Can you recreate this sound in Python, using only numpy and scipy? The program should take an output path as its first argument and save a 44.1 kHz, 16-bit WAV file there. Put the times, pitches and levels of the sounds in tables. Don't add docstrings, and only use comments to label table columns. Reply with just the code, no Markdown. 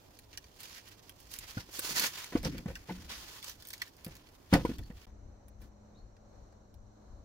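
import sys
import numpy as np
from scipy import signal
from scipy.fft import rfft, irfft, next_fast_len
from scipy.io import wavfile
from scipy.ndimage import uniform_filter1d, map_coordinates

SR = 44100
rng = np.random.default_rng(int(sys.argv[2]) if len(sys.argv) > 2 else 0)


def amplitude_ratio(level_db):
    exponent = np.asarray(level_db, float) / 20
    return 10 ** exponent


def generate_wav(sig):
    pcm = np.round(np.clip(np.atleast_2d(sig).T, -1, 1) * 32767).astype(np.int16)
    wavfile.write(sys.argv[1], SR, pcm)


N = 319284
T = np.arange(N) / SR
# end of work
# in s, start of quiet in s.
CUT_S = (5.055, 5.068)


def knocks():
    # start in seconds, peak in dB, ring in Hz, ring t60 in seconds, rattle in dB over the ring.
    first_log = [(1.57, -28, 172, 0.0035, -14.5), (1.577, -34.5, 112, 0.053, -15),
                 (1.688, -49.5, 400, 0.031, -3), (1.788, -38.5, 340, 0.014, -13),
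                 (1.845, -43, 384, 0.047, -12), (1.889, -51, 224, .022, 7), (2.321, -46.5, 194, 0.034, 6),
                 (2.333, -46, 250, .03, 1), (2.352, -16, 283, 0.015, -21.5),
                 (2.3553, -21.5, 290, 0.0031, -16), (2.432, -39, 187, 0.073, -2.5),
                 (2.451, -30, 193, 0.1, -5.5), (2.464, -26, 188, 0.05, -11), (2.544, -43, 213, 0.042, -3.5),
                 (2.584, -43.5, 158, 0.066, -7), (2.657, -28, 193, 0.05, -15), (2.679, -37, 107, 0.059, -5),
                 (2.699, -40, 109, 0.036, -4), (2.886, -46.5, 173, .03, 2),
                 (2.893, -36.5, 178, 0.034, -9.5), (2.903, -34, 184.3, 0.2, -9.5)]
    second_log = [(4.064, -34.5, 200, 0.033, -12), (4.08, -45, 142, .054, -10),
                  (4.519, -34.5, 120, 0.083, -7), (4.5265, -12, 255, 0.014, -11),
                  (4.536, -11.5, 165, 0.007, -11), (4.548, -17, 288, 0.049, -7.5),
                  (4.564, -29, 480, 0.023, -3), (4.58, -31, 250, .015, -11), (4.593, -34, 200, .02, -6.5),
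                  (4.607, -37.5, 179, 0.02, -5.5), (4.6496, -17.5, 348, 0.0059, -21),
                  (4.656, -32, 390, 0.026, -18), (4.691, -27, 264, 0.021, -15.5), (4.7, -28, 333, .02, -22),
                  (4.712, -32.5, 239, 0.035, -17.5), (4.788, -36.5, 108, 0.04, -12.5),
                  (4.9, -36, 205, 0.032, -14)]
    # frequency in Hz, level in dB, t60 in seconds.
    pile_modes = [(184.3, -28.5, 0.238), (323, -22.5, 0.039), (554.5, -21.5, 0.041), (730, -42, 0.04),
                  (1020, -35, 0.029), (1532, -34, 0.04)]
    clatter_db, crack_db = 1.5, 2
    out, t = np.zeros(N), np.arange(SR // 4) / SR
    for s, db, hz, t60, rattle_db in first_log + second_log:
        push = -np.sin(2 * np.pi * np.clip(t * hz * 1.235, 0, 1))
        log = ring(push, hz, t60) + .5 * ring(push, 2.03 * hz, 0.27 * t60)
        add(out, s, log, db - 3.0)
        chance = rng.standard_normal((2, len(t))) * np.clip(t / 0.0034, 0, 1)
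        clatter = band(chance[0] * np.exp(-t / 0.011), 300, 700)
        crack = band(chance[1] * np.exp(-t / 0.0065), 1140, 3300)
        add(out, s, clatter, db + rattle_db + clatter_db)
        add(out, s, crack, db + rattle_db + crack_db)
    pile = sum(amplitude_ratio(db) * hz / SR * 2 * np.pi * ring(out, hz, t60) for hz, db, t60 in pile_modes)
    return out + pile


def tocks():
    # start in seconds, peak in dB, mode in Hz, t60 in seconds.
    edge_modes = [(.3738, -52, 1785, 0.016), (.3738, -43.5, 2920, 0.026), (0.3737, -37, 5700, .015),
                  (.3738, -46, 7260, .012), (.329, -54, 6100, .012), (0.442, -55, 6060, .012),
                  (1.388, -40, 7250, .012), (1.574, -38.5, 1420, 0.045), (1.578, -52, 800, 0.056),
                  (2.355, -38, 1176, .025), (2.456, -44, 653, .03), (2.893, -41, 896, 0.036),
                  (2.902, -49, 740, .04), (2.898, -44, 2070, .03), (3.8163, -31, 1990, 0.016),
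                  (3.818, -41, 4420, .015), (3.864, -61, 1880, .03), (3.871, -59, 1810, .03),
                  (2.757, -45, 1580, .02), (2.582, -48, 2500, .015), (2.581, -52, 3370, .015),
                  (4.525, -34, 1300, .02), (4.537, -33, 5100, .012), (4.538, -33, 3100, .012),
                  (4.649, -30.5, 970, 0.023), (4.652, -49, 2250, .03), (4.658, -49, 1430, .1),
                  (4.825, -59, 1800, .012), (4.908, -56, 1890, .012)]
    push_cycles = 3.5
    out, t = np.zeros(N), np.arange(SR // 8) / SR
    for s, db, hz, t60 in edge_modes:
        chatter = np.sin(2 * np.pi * hz * np.minimum(t, push_cycles / hz)) * (t * hz < push_cycles)
        add(out, s, ring(chatter, hz, t60), db)
    return out


def snaps():
    # start in seconds, peak in dB, flake pitch in Hz, fine dust in dB over the peak.
    first_bark = [(.1296, -64, 6960, -16), (0.1892, -43.5, 4560, -8), (0.33, -44, 4400, -20),
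                  (0.3739, -32.5, 1826, -9.5), (0.4418, -48, 4760, -19), (.5626, -60, 2380, -3),
                  (0.604, -41, 4570, -4), (0.632, -42, 4800, -7), (0.8845, -55, 2830, 2),
                  (.9931, -50, 6250, -15), (1.094, -40, 3300, -5.5), (1.202, -52.5, 5220, 1),
                  (1.3144, -46, 3840, -0.5), (1.3381, -33, 6330, -5.5), (1.362, -42, 5540, -3),
                  (1.3875, -40.5, 6950, 5.5), (1.5025, -51, 5000, -6), (1.7918, -25.5, 7600, -2.5),
                  (1.9955, -21, 4360, -2), (2.1362, -37, 4770, -26), (2.2437, -35, 6200, -14),
                  (2.43, -39.5, 5240, -6), (2.438, -39, 5130, -16), (2.448, -27, 5680, -23),
                  (2.5805, -36, 2350, -11), (2.754, -32, 2820, -15)]
    second_bark = [(3.094, -36, 2030, -23), (3.4268, -37, 3440, -12), (3.443, -35, 6530, -7),
                   (3.4954, -34.5, 5900, -6), (3.6228, -40, 5000, -8), (3.651, -43, 2200, -6),
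                   (3.671, -54, 5500, 10), (3.686, -45, 4400, 2), (3.7038, -37.5, 4040, -3),
                   (3.72, -56, 5500, 0), (3.731, -37, 4950, -7), (3.7354, -32, 4800, -11.5),
                   (3.7788, -46, 5000, -6), (3.818, -27, 4200, -10.5), (3.8635, -50, 4500, -12),
                   (3.8785, -50, 5500, -5), (3.966, -57, 5000, 1), (4.0463, -40, 4630, 4.5),
                   (4.063, -44, 1920, -8), (4.0796, -56, 1880, 7), (4.1524, -47, 2450, -4),
                   (4.1664, -47, 6000, -6), (4.288, -51, 3000, -15), (4.5364, -19, 1980, -12),
                   (4.651, -42, 1530, -9), (4.7834, -40.5, 3000, -11), (4.789, -47, 3500, -9),
                   (4.9097, -70, 1700, -22)]
    twigs = [
        (5.482, -56, 1534, -0.5),
        (5.6175, -58, 2540, -3),
        (6.1664, -57, 5250, -33),
        (6.524, -60.5, 1560, -23),
        (6.741, -58.5, 5750, -10.5),
    ]
    out, t = np.zeros(N), np.arange(SR // 8) / SR
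    for s, db, hz, dust_db in first_bark + second_bark + twigs:
        t60 = .005 + 8.0 / hz
        burst = rng.standard_normal((2, len(t))) * amplitude_ratio(-60 * t / t60) * np.clip(t / 0.0016, 0, 1)
        add(out, s, band(burst[0], 1460, 5800) + 0.067 * ring(burst[0], hz, 0.011), db - 1.0)
        add(out, s, band(np.diff(burst[1] ** 3), 5700, 16400), db + dust_db + 9.0)
    return out


def slide():
    # start in seconds, hold in seconds, level in dB,
    # fine dust in dB over it, coarse grit in dB over it.
    strokes = [(.33, 0.011, -57.5, -8, 1.5), (.595, 0.084, -54.5, -3.5, -0.5), (.7, 0.068, -55.5, -5.5, 1),
               (.78, 0.022, -60.5, -6, 0), (.575, 0.011, -64.5, -4, -5), (.86, .059, -61, -5, 1.5),
               (1.2, 0.031, -68, 1, -7), (1.31, 0.045, -53.5, -1, -2), (1.415, 0.018, -50, -7, 0),
               (1.48, 0.008, -56, -3, -1.5), (1.503, 0.071, -53.5, -4, 2), (1.6, 0.01, -54, -6.5, 0),
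               (1.68, 0.037, -60, -3.5, -1.5), (1.74, 0.07, -49, 0.5, -1), (1.83, 0.096, -41, -0.5, -3),
               (1.97, 0.09, -35, -2.5, 0), (2.13, .03, -46.5, -4.5, -8), (2.18, 0.033, -43.5, -4, 0),
               (2.24, .09, -54, -5.5, -1), (2.35, 0.028, -50, -6, 1), (2.45, 0.019, -45, -7, -1.5),
               (2.51, 0.072, -58, -7.5, 6), (2.69, .12, -59.5, -4, 5), (2.89, 0.035, -55, -6.5, 2),
               (2.95, 0.15, -60.5, -5, -0.5), (3.105, 0.034, -44, -9, -1), (3.15, 0.24, -52, -4, -3),
               (3.44, 0.079, -52, -2, -5), (3.6, 0.17, -63, -2.5, -9), (3.8, 0.068, -58.5, -7.5, -1.5),
               (3.98, 0.073, -65, -4, 0), (4.1, .06, -62, -5.5, 4.5), (4.2, 0.068, -65, -9, -0.5),
               (4.535, .024, -41.5, -8, -3), (4.58, .16, -57, -6.5, -3), (4.97, 0.081, -63.5, -7.5, 0),
               (5.62, 0.028, -71, -1, -1.5)]
    # frequency in Hz, density in dB per Hz.
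    grit_curve = [(590, -19), (1000, -0.5), (1360, 0.5), (1910, 2.5), (3200, 4), (3600, 2.5), (5100, 0),
                  (6330, -3.5), (8500, -39.5), (11000, -12), (18700, -120)]
    dust_curve = [(4120, -1.5), (7000, -2), (8140, -8.5), (15200, -6.5), (16300, -11), (16500, -38)]
    body_curve = [(88, -33), (150, -5.5), (425, 2), (505, 2.5), (1240, -6), (1370, 0), (2000, -3),
                  (2600, -38), (4400, -120)]
    fidget = amplitude_ratio(-69 + np.array([[0], [-3.5], [-1.5]])) * (T < CUT_S[0])
    grit, fine, coarse = np.hypot(swells(strokes, rise_db_s=590.5, fall_db_s=360.5), fidget)
    patches_db = 1.5 * walk(45) + 2.2 * walk(150)
    sizes = amplitude_ratio(3.8 * np.minimum(rng.exponential(size=(3, N)), 5.5) + patches_db)
    clicks, dust = rng.standard_normal((2, 3, N)) * sizes
    grain = colour(clicks, grit_curve)
    dull = (coarse / grit.clip(1e-9) * amplitude_ratio(1.4 * walk(40)) - 1) * band(grain, 1200, 3000)
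    grain = grain + dull + (amplitude_ratio(2.385 * walk(40)) - 1) * band(grain, 3950, 7500)
    body_gain = amplitude_ratio(-14.0 + 19.7 * (T > CUT_S[1]))
    wood = grain + body_gain * colour(clicks[0], body_curve)
    return amplitude_ratio(-6.5) * (grit * wood + fine * amplitude_ratio(2.5) * colour(dust, dust_curve))


def shed(x, t60, damp):
    t = np.arange(SR // 2) / SR
    mid, side = rng.standard_normal((2, len(t))) * amplitude_ratio(-60 * t / t60) * np.clip(t / 0.0025, 0, 1)
    mid, side = band(mid, 390, 19845), band(side, 800, 19845)
    echo = signal.lfilter([1], [1, -damp], [mid + side, mid - side])
    echo = echo / np.sqrt(np.sum(echo ** 2) / 2)
    return signal.fftconvolve(x[None], echo, axes=1)[:, :N]


def rumble():
    # start in seconds, hold in seconds, level in dB, upper part in dB over it.
    shakes = [(1.38, 0.03, -57, 2), (1.574, 0.0068, -57, 10), (1.9, 0.12, -62, 17.5),
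              (2.353, 0.015, -41, 5), (2.39, 0.062, -39, -4), (2.455, 0.027, -43, 14.5),
              (2.53, 0.065, -42.5, 3), (2.67, 0.019, -36, -3.5), (2.9, 0.035, -50, 12),
              (2.97, 0.068, -46, -4.5), (3.1, 0.13, -55, -5), (4.076, 0.017, -43.5, -1),
              (4.537, 0.01, -26.5, 6), (4.61, 0.075, -42, -4), (4.7, 0.042, -49, 11),
              (4.79, 0.022, -36.5, -7), (4.94, 0.016, -47, -10)]
    gusts = [
        (5.142, 0.13, -47, -24),
        (5.3, 0.055, -53, -25),
        (5.6, 0.02, -47.5, -6.5),
        (6.03, 0.025, -46.5, -10.5),
        (6.39, 0.034, -53.5, -5),
        (6.79, 0.049, -48.5, -24),
        (7.13, 0.012, -46, -13),
    ]
    still = T > CUT_S[1]
    lull = amplitude_ratio(np.where(still, -59, -61) + np.array([[0], [1]]))
    shaken = swells(shakes, rise_db_s=1497, fall_db_s=163.5)
    blown = swells(gusts, rise_db_s=147, fall_db_s=124)
    deep, high = np.hypot(np.hypot(shaken, blown), lull)
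    low = wide([(15, -8.5), (30, -0.5), (60, 4.0), (105, -6), (140, -23.0)], 500) * amplitude_ratio(2.0 * walk(14))
    upper = wide([(90, -19.0), (125, -1.5), (200, -2.5), (300, -5.0), (420, -15.5)], 806)
    upper = upper * amplitude_ratio(1.46 * walk(25))
    lean = amplitude_ratio(np.array([[2.2], [-2.2]]) * still)
    return amplitude_ratio(-4.0) * (deep * lean * low + high * amplitude_ratio(-5.5) * upper)


def yard():
    # frequency in Hz, density in dB per Hz.
    work_curve = [(59, -29), (100, 12), (163, -16), (279, 0), (360, -1), (1050, -8.5), (1270, -14),
                  (6310, -40), (7980, -36), (15100, -25), (16500, -36)]
    still_curve = [(150, -19), (250, -10), (312, -10.5), (386, -8.5), (572, -7), (772, -11), (2500, -30.5),
                   (3250, -46), (5500, -120)]
    leaf_curve = [(1290, -45), (2200, -60), (2930, -8.5), (3300, -15.5), (4180, -3), (4820, -13),
                  (5900, -4.5), (6420, -4.5), (7860, -15.5), (9300, -25), (10600, -27), (11700, -22),
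                  (16500, -29)]
    # frequency in Hz, level in dB rms.
    hum_tones = [(105, -66), (210, -66.5), (301, -76.5), (581, -78.5), (7569, -95)]
    still = T > CUT_S[1]
    lean = amplitude_ratio(np.array([[2.2], [-2.2]]))
    calm = amplitude_ratio(-64.5) * wide(still_curve, 350) + amplitude_ratio(-77.5) * wide(leaf_curve, 450)
    calm = calm + (amplitude_ratio(-3.0 * (T - 5.6)) - 1) * (T > 5.6) * band(calm, 1500, 3300)
    air = np.where(still, calm, amplitude_ratio(-64) * wide(work_curve, 450) / lean)
    hum = 0
    for hz, db in hum_tones:
        level = amplitude_ratio(db + 2.0 + 1.94 * walk(10))
        waver = 1 + 0.00593 * min(1, 300 / hz) * walk(3)
        hum = hum + level * tone(hz * waver)
    throb = .12 + np.clip(tone(23.2 + 0.41 * walk(1.33)), 0, 1)
    chirp_hz = np.interp(T, [5.5, 5.95], [6000, 5810]) + 90.0 * walk(300)
    insects = amplitude_ratio(-77.0 + 1.2 * walk(2.11)) * throb * .8 * tone(chirp_hz) * (T < 6.95)
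    return air * amplitude_ratio(1.2 * walk(6.7)) + still * (hum + insects / lean)


def bird():
    # start in seconds, length in seconds, first pitch in Hz, last pitch in Hz, peak in dB.
    whistles = [
        (4.733, 0.033, 4350, 4740, -61),
        (4.822, 0.045, 4090, 4700, -64),
        (5.94, 0.05, 3500, 4350, -70),
        (5.973, .03, 4350, 4250, -66),
    ]
    out = np.zeros(N)
    for s, length, from_hz, to_hz, db in whistles:
        u = np.linspace(0, 1, int(length * SR))
        hoarse = 1 + 1.4 * uniform_filter1d(rng.standard_normal(len(u)), size=30)
        add(out, s, hoarse * np.sin(np.pi * u) * tone(from_hz + (to_hz - from_hz) * u), db)
    return out + amplitude_ratio(-3.0) * shed(out, t60=.3, damp=.05)


def tone(hz):
    return np.sin(2 * np.pi * np.cumsum(hz) / SR)


def ring(x, hz, t60):
    pole = np.exp(2j * np.pi * hz / SR - np.log(1000) / (t60 * SR))
    return signal.lfilter([1], [1, -pole], x).imag


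def band(x, lo_hz, hi_hz):
    return signal.sosfilt(signal.butter(2, [lo_hz, hi_hz], "band", fs=SR, output="sos"), x)


def colour(x, points):
    n = next_fast_len(N)
    hz, db = np.transpose(points)
    log_hz = np.log(np.arange(n // 2 + 1) * SR / n + 1)
    gain = amplitude_ratio(np.interp(log_hz, np.log(hz), db, left=-90, right=-90))
    shaped = irfft(rfft(x, n) * gain, n)[..., :N]
    return shaped / np.sqrt(np.mean(shaped ** 2))


def wide(points, alike_hz):
    mid, side = rng.standard_normal((2, N))
    side = signal.lfilter(*signal.butter(1, alike_hz, "high", fs=SR), side)
    return colour(np.array([mid + side, mid - side]), points)


def walk(rate):
    k = int(SR / rate)
    held = np.repeat(rng.standard_normal(N // k + 1), k)
    return 1.3 * uniform_filter1d(uniform_filter1d(held, k), k)[:N]


def swells(rows, rise_db_s, fall_db_s):
    power = np.zeros((len(rows[0]) - 2, N))
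    for s, hold, db, *over_db in rows:
        away_db = np.maximum(np.maximum((s - T) * rise_db_s, (T - s - hold) * fall_db_s), 0)
        heard = away_db < 60
        power[:, heard] += amplitude_ratio(2 * (db - away_db[heard])) * amplitude_ratio(2 * np.array([0, *over_db]))[:, None]
    return np.sqrt(power)


def add(track, s, sound, db):
    i = int(s * SR)
    sound = (sound / np.abs(sound).max())[:N - i]
    track[i:i + len(sound)] += sound * amplitude_ratio(db)


def scene():
    # time in seconds, delay of the left port in samples, left minus right in dB.
    places = [(0, 18, -3), (.7, 19.5, -4.5), (1.2, 14.5, -5), (1.7, 9.5, -3), (2.1, 7, -2.5),
              (2.3, -8.5, -1.5), (2.8, -13.5, -0.5), (3.1, 5, -2), (4.3, 8, -2.5), (4.5, -9, 0.5),
              (5.05, -12, -2), (5.07, 25, 0), (7.24, 12.5, -4)]
    rub, wood = slide(), knocks()
    near = .5 * wood + snaps() + tocks() + 0.66 * rub[0]
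    place_s, *cues = np.transpose(places)
    lag, pan_db = [np.interp(T, place_s, cue) for cue in cues]
    at = np.arange(N)
    direct = np.array([map_coordinates(near, [at + shift], order=3) for shift in (-lag / 2, lag / 2)])
    direct = direct + 1.58 * rub[1:] + .5 * wood
    treble = band(direct, 1700, 16000)
    direct = direct + treble * (amplitude_ratio(np.array([pan_db, -pan_db]) * 0.87) - 1)
    scatter = shed(near - 0.045 * wood, t60=0.04, damp=0.069)
    mix = amplitude_ratio(1.5) * direct + amplitude_ratio(-0.5) * scatter + rumble() + yard() + amplitude_ratio(2.5) * bird()
    return mix * ((T < CUT_S[0]) | (T > CUT_S[1]))


def top_cut(x):
    return signal.sosfilt(signal.butter(12, 16600, fs=SR, output="sos"), x)


def record(dry):
    cut = signal.sosfilt(signal.ellip(8, .3, 30, 15800, fs=SR, output="sos"), dry)
    lean = amplitude_ratio(np.array([[-1.8], [1.8]]))
    cut = cut + (lean - 1) * band(cut, 12000, 19000)
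    return top_cut(cut)


dry = scene()
out = record(dry)
generate_wav(out)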